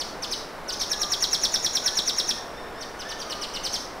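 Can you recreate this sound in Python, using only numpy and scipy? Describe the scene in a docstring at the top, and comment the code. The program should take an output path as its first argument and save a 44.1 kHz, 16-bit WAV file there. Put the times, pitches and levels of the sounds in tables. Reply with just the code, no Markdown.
"""In a forest, a steady rush surrounds the microphone. Close by, a small bird on a mossy trunk gives
loose chips, each a steep downward sweep: the two sides of its voice box sound together and make sum
and difference tones. Far birds start to whistle faintly. The near bird breaks into a fast trill,
then goes back to chips. Trunks and leaves scatter every note on its way to the microphone."""
import sys
import numpy as np
from scipy import signal
from scipy.fft import rfft, irfft, next_fast_len
from scipy.io import wavfile
from scipy.ndimage import map_coordinates

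SR = 44100
rng = np.random.default_rng(int(sys.argv[2]) if len(sys.argv) > 2 else 0)


def materialize(psi):
    """Save the field psi as 16-bit PCM at rate SR to the path in sys.argv[1].

    A 1-D psi becomes a single channel; in a 2-D psi each row is a channel.
    """
    bounded = np.clip(np.atleast_2d(psi).T, -1, 1)
    quanta = np.round(bounded * 32767).astype(np.int16)
    wavfile.write(sys.argv[1], SR, quanta)


N = 176400


def amp(db):
    """Decibels to gain."""
    return 10 ** (np.asarray(db) / 20)


def along(points, hz):
    """Read a curve of (Hz, value) points on a log frequency axis."""
    knots_hz, values = np.transpose(points)
    return np.interp(np.log(hz + 1), np.log(knots_hz + 1), values)


def wobble(rate, size):
    """A smooth random curve, rate knots a second."""
    return map_coordinates(rng.standard_normal(size // 4), [np.arange(size) * rate / SR], mode="wrap")


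def filtered(x, response):
    """Filter x by a gain given as a function of Hz."""
    size = x.shape[-1]
    padded = next_fast_len(size + 8192)
    return irfft(rfft(x, padded) * response(np.fft.rfftfreq(padded, 1 / SR)), padded)[..., :size]


# The rush all around. Each row: frequency in Hz, relative level in dB.
RUSH_SPECTRUM = [(20, 1.5), (47, -3.5), (100, -10.5), (190, -5.5), (400, -2), (650, -1.5), (1100, -4),
                 (1700, -9), (2700, -17.5), (3700, -21), (5300, -23), (6500, -29), (10000, -31.5),
                 (15500, -37.5)]
# Its width at the microphone. Each row: frequency in Hz, left-right likeness (1 is identical).
RUSH_LIKENESS = [(25, .995), (70, 0.96), (170, .82), (350, 0.89), (700, 0.99)]
def forest_rush():
    """A steady distant rush, a little wider in the low mids and narrowing to mono in the treble."""
    def mid_side_gains(hz):
        spread = np.arccos(np.clip(along(RUSH_LIKENESS, hz), -1, 1)) / 2
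        spread /= np.hypot(1, (hz / 1200) ** 2)
        return amp(along(RUSH_SPECTRUM, hz)) * [np.cos(spread), np.sin(spread)]

    mid, side = filtered(rng.standard_normal((2, N)), mid_side_gains)
    stereo = np.array([mid + side, mid - side])
    return stereo / np.sqrt(np.mean(stereo ** 2)) * amp(-37.5 - 0.1 * wobble(2.96, N))


# Tones of the voice box. Each row: multiple of the upper voice, multiple of the lower voice.
VOICE_TONES = [(1, 0), (0, 1), (1, 1), (1, 2), (1, -1), (2, 0)]
# Colour of throat and beak. Each row: frequency in Hz, gain in dB.
BEAK_COLOUR = [(1200, 0), (1800, 2), (2500, 3.5), (3200, -2), (6600, 0), (7800, -0.5), (9500, 0),
               (11500, -4), (13500, 0), (15500, -6)]
def voice_box(shape, mix_db, pitch, stretch=1, lower_db=0, lower_start_hz=3800, accent_db=0):
    """Two coupled voices sweep down together; the note is centred in a tenth of a second."""
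    size = SR // 10
    t = (np.arange(size) - size / 2) / SR / stretch
    times, *columns = np.transpose(shape)
    upper_hz, lower_hz, level_db, lower_tones_db = [np.interp(t, times, c) for c in columns]
    lower_hz = lower_hz * lower_start_hz / lower_hz[0]

    def jittered_phase(hz):
        return 2 * np.pi * np.cumsum(pitch * hz * (1 + .009 * wobble(800, size))) / SR

    upper = jittered_phase(upper_hz)
    lower = jittered_phase(lower_hz) + .56 * wobble(1800, size)  # the lower voice is less steady
    tones = 0
    for (a, b), tone_db in zip(VOICE_TONES, mix_db):
        gain = amp(tone_db + lower_tones_db * (b != 0) + lower_db * (a == 0))
        tones += gain * np.exp(1j * (a * upper + b * lower))
    rasp = 1 + amp(-19) * (wobble(1800, size) + 1j * wobble(1800, size))  # noisy skirt on each tone
    hiss = amp(-21) * rng.standard_normal(size)
    accent = np.exp(-((t + .0016) / .002) ** 2)  # just before the centre
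    flutter_db = 1.9 * wobble(500, size)
    fades = np.clip(np.minimum(t - times[0], times[-1] - t) / .0029, 0, 1)
    envelope = amp(level_db + accent_db * accent + flutter_db) * fades
    voice = ((tones * rasp).real + hiss) * envelope
    return filtered(voice, lambda hz: amp(along(BEAK_COLOUR, hz)))


# A chip at the beak, before each call varies it. Each row: time from the centre in seconds, upper
# and lower voice in Hz, level in dB, gain in dB of all tones involving the lower voice.
CHIP_SHAPE = [(-.021, 6300, 3380, -22, 3), (-.013, 6180, 3200, -8, 7.5), (-.007, 5670, 3020, -2.5, 0),
              (0, 5080, 3000, -3.5, -4), (.007, 4420, 3130, -1, -2), (.011, 3650, 3050, -2.5, 0),
              (.0155, 3020, 2920, -5.5, 7.5), (.021, 3000, 2920, -20, 12)]
# Each entry: gain in dB of one of the VOICE_TONES in a chip.
CHIP_TONES_DB = [-2, -18.5, -21.5, -34, -25, -25]
# Chips from the near trunk. 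Each row: centre in seconds, level in dB, pitch factor, length factor,
# lower voice gain in dB, its start in Hz before the pitch factor, accent in dB.
CHIP_CALLS = [(.009, -23.5, 0.99, .85, -10, 4000, 2), (0.236, -23, 0.99, .85, -3, 4000, 3),
              (0.326, -21, 1, 0.91, -6, 4027, 4), (.696, -24.5, 0.97, 0.94, -3, 4014, 3),
              (0.733, -25, 1.06, 0.78, -8, 3960, 5.5), (.807, -21, 1.03, 0.73, -6, 4000, -4),
              (2.822, -29, 1, .9, -1, 3400, 0), (3.009, -31, 1, 1.12, 6, 3280, 2),
              (3.108, -27, 1, 1.14, 5, 3390, 1), (3.211, -29.5, 1.04, 1.23, 7, 3407, -6),
              (3.315, -25, .97, 1.1, 7, 3393, -6), (3.430, -24.5, .97, 1.1, 6.5, 3390, -1),
              (3.555, -24.5, .97, 1.1, 7, 3400, 0), (3.656, -21.5, 1, 1.21, -1, 3400, 2.5),
              (3.746, -23, 1.03, 1.26, 1, 3580, 9.5)]
def chips():
    """The near bird chips facing away, so the microphone hears more of the scatter."""
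    track = np.zeros(N)
    for centre, db, *manner in CHIP_CALLS:
        chip = voice_box(CHIP_SHAPE, CHIP_TONES_DB, *manner)
        add(track, centre - .05, amp(db) * among_trees(chip, scatter_db=3))
    return track


def add(track, start, sound):
    """Mix a sound into the track from start, in seconds."""
    offset = int(round(start * SR))
    sound = sound[max(-offset, 0):N - offset]
    first = max(offset, 0)
    track[first:first + len(sound)] += sound


# Colour of the scatter off trunks and leaves. Each row: frequency in Hz, gain in dB.
FOLIAGE_COLOUR = [(1500, -2), (3200, -3.5), (4200, 0.5), (5500, 1), (7000, 2), (9500, 0.5), (14000, -1)]
def scatter(delay_s, build_s, decay_s, db):
    """Many small echoes merge into a tail; a negative build_s draws out its decay."""
    t = np.maximum(np.arange(SR * 3 // 4) / SR - delay_s, 0)
    envelope = (1 - np.exp(-t / build_s)) * np.exp(-np.log(1000) * t / decay_s)
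    tail = rng.standard_normal(len(t)) * envelope
    return amp(db) * filtered(tail / np.linalg.norm(tail), lambda hz: amp(along(FOLIAGE_COLOUR, hz)))


# Single echoes off the nearest trunks and branches. Each row: delay in seconds, level in dB.
TRUNK_ECHOES = [(.0056, -8.5), (0.01, -8.5), (.0135, -12), (.0295, -15)]
def among_trees(sound, scatter_db=0):
    """The paths to the microphone: direct sound, single echoes, near and far scatter."""
    near = scatter(delay_s=.003, build_s=-.14, decay_s=.2256, db=-7.5)
    far = scatter(delay_s=.025, build_s=.025, decay_s=.76, db=-14.9)
    paths = amp(scatter_db) * (near + far)
    paths[0] += 1  # direct sound
    for delay, db in TRUNK_ECHOES:
        delay += .0003 * rng.standard_normal()
        paths[int(abs(delay) * SR)] += amp(db)
    return signal.fftconvolve(sound, paths)


# Birds far from the microphone. Each row: start and length in seconds, first, middle and last pitch
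# in Hz, level in dB, relative level of the two overtones in dB.
FAR_WHISTLES = [(.655, 0.065, 1473, 1481, 1465, -38, -23), (.895, 0.0806, 1564, 1700, 1660, -40.5, -25),
                (.93, 0.26, 1215, 1195, 1113, -43, -27), (1.81, 0.072, 1450, 1500, 1510, -39, -15.5),
                (1.84, .11, 1580, 1750, 1700, -43.5, -25), (2.31, 0.1, 1620, 1840, 1730, -46, -3),
                (2.53, 0.1, 1612, 1810, 1734, -49.5, -0.5), (2.73, 0.1155, 1528, 1825, 1762, -46, -4),
                (2.935, .09, 1427, 1475, 1487, -41.5, -21), (3.03, 0.1, 1567, 1780, 1745, -40, -8),
                (3.2, 0.33, 1260, 1215, 1134, -45.5, -30)]
def far_birds():
    """Soft arched whistles from deep in the forest, arriving mostly as scatter."""
    track = np.zeros(N)
    for start, length, first_hz, middle_hz, last_hz, db, overtones_db in FAR_WHISTLES:
        progress = np.arange(int(length * SR)) / (length * SR)
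        arch = np.polyfit([0, .5, 1], [first_hz, middle_hz, last_hz], 2)
        phase = 2 * np.pi * np.cumsum(np.polyval(arch, progress)) / SR
        tone = np.sin(phase) + amp(overtones_db) * (np.sin(2 * phase) + np.sin(3 * phase))
        add(track, start, amp(db) * np.sin(np.pi * progress) * tone)
    return among_trees(track, scatter_db=8.5)[:N]


# A trill note at the beak. Each row: time from the centre in seconds, upper and lower voice in Hz
# at the trill's crest, level in dB, gain in dB of all tones involving the lower voice.
TRILL_SHAPE = [(-.0235, 7000, 3800, -49, 9), (-.019, 6870, 3797, -18.5, 4),
               (-.009, 6380, 3778, -16.5, -0.5), (-.002, 6010, 3787, -12.5, 2.5),
               (.001, 5790, 3760, -1.5, -1), (.005, 5518, 3890, -1, -1), (.009, 5284, 3790, -5, -2.5),
               (.012, 5150, 3810, -10, -12), (.0145, 4815, 3750, -7.5, -9), (.018, 4000, 3530, -3, 0),
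               (.022, 3410, 3350, -6, -2), (.026, 3182, 3220, -14, -2), (.030, 3320, 3200, -28, -7)]
# Each entry: gain in dB of one of the VOICE_TONES in the trill.
TRILL_TONES_DB = [-1, -38, -20, -26.5, -19.5, -34]
# The trill from the near trunk. Each row: centre of the note in seconds, level in dB.
TRILL_CALLS = [(0.8152, -20), (0.9148, -17), (1.0154, -16), (1.1192, -14.5), (1.2242, -14), (1.3304, -13),
               (1.435, -13), (1.541, -14), (1.6463, -13), (1.7525, -14), (1.8607, -13), (1.972, -14),
               (2.0776, -13.5), (2.183, -14), (2.291, -14.5)]
def trill():
    """The near bird repeats one sweep about ten times a second, its pitch arching gently."""
    track = np.zeros(N)
    crest_s, sag = 1.5, .025
    for centre, db in TRILL_CALLS:
        pitch = 1 - sag * (centre - crest_s) ** 2
        note = voice_box(TRILL_SHAPE, TRILL_TONES_DB, pitch)
        add(track, centre - .05, amp(db) * among_trees(note))
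    return track


def scene():
    """The birds sit in the centre, the forest all around the microphone."""
    return forest_rush() + chips() + far_birds() + trill()


def record(dry):
    """The recorder keeps nothing above its band limit."""
    return filtered(dry, lambda hz: hz < 15730)


dry = scene()
out = record(dry)
materialize(out)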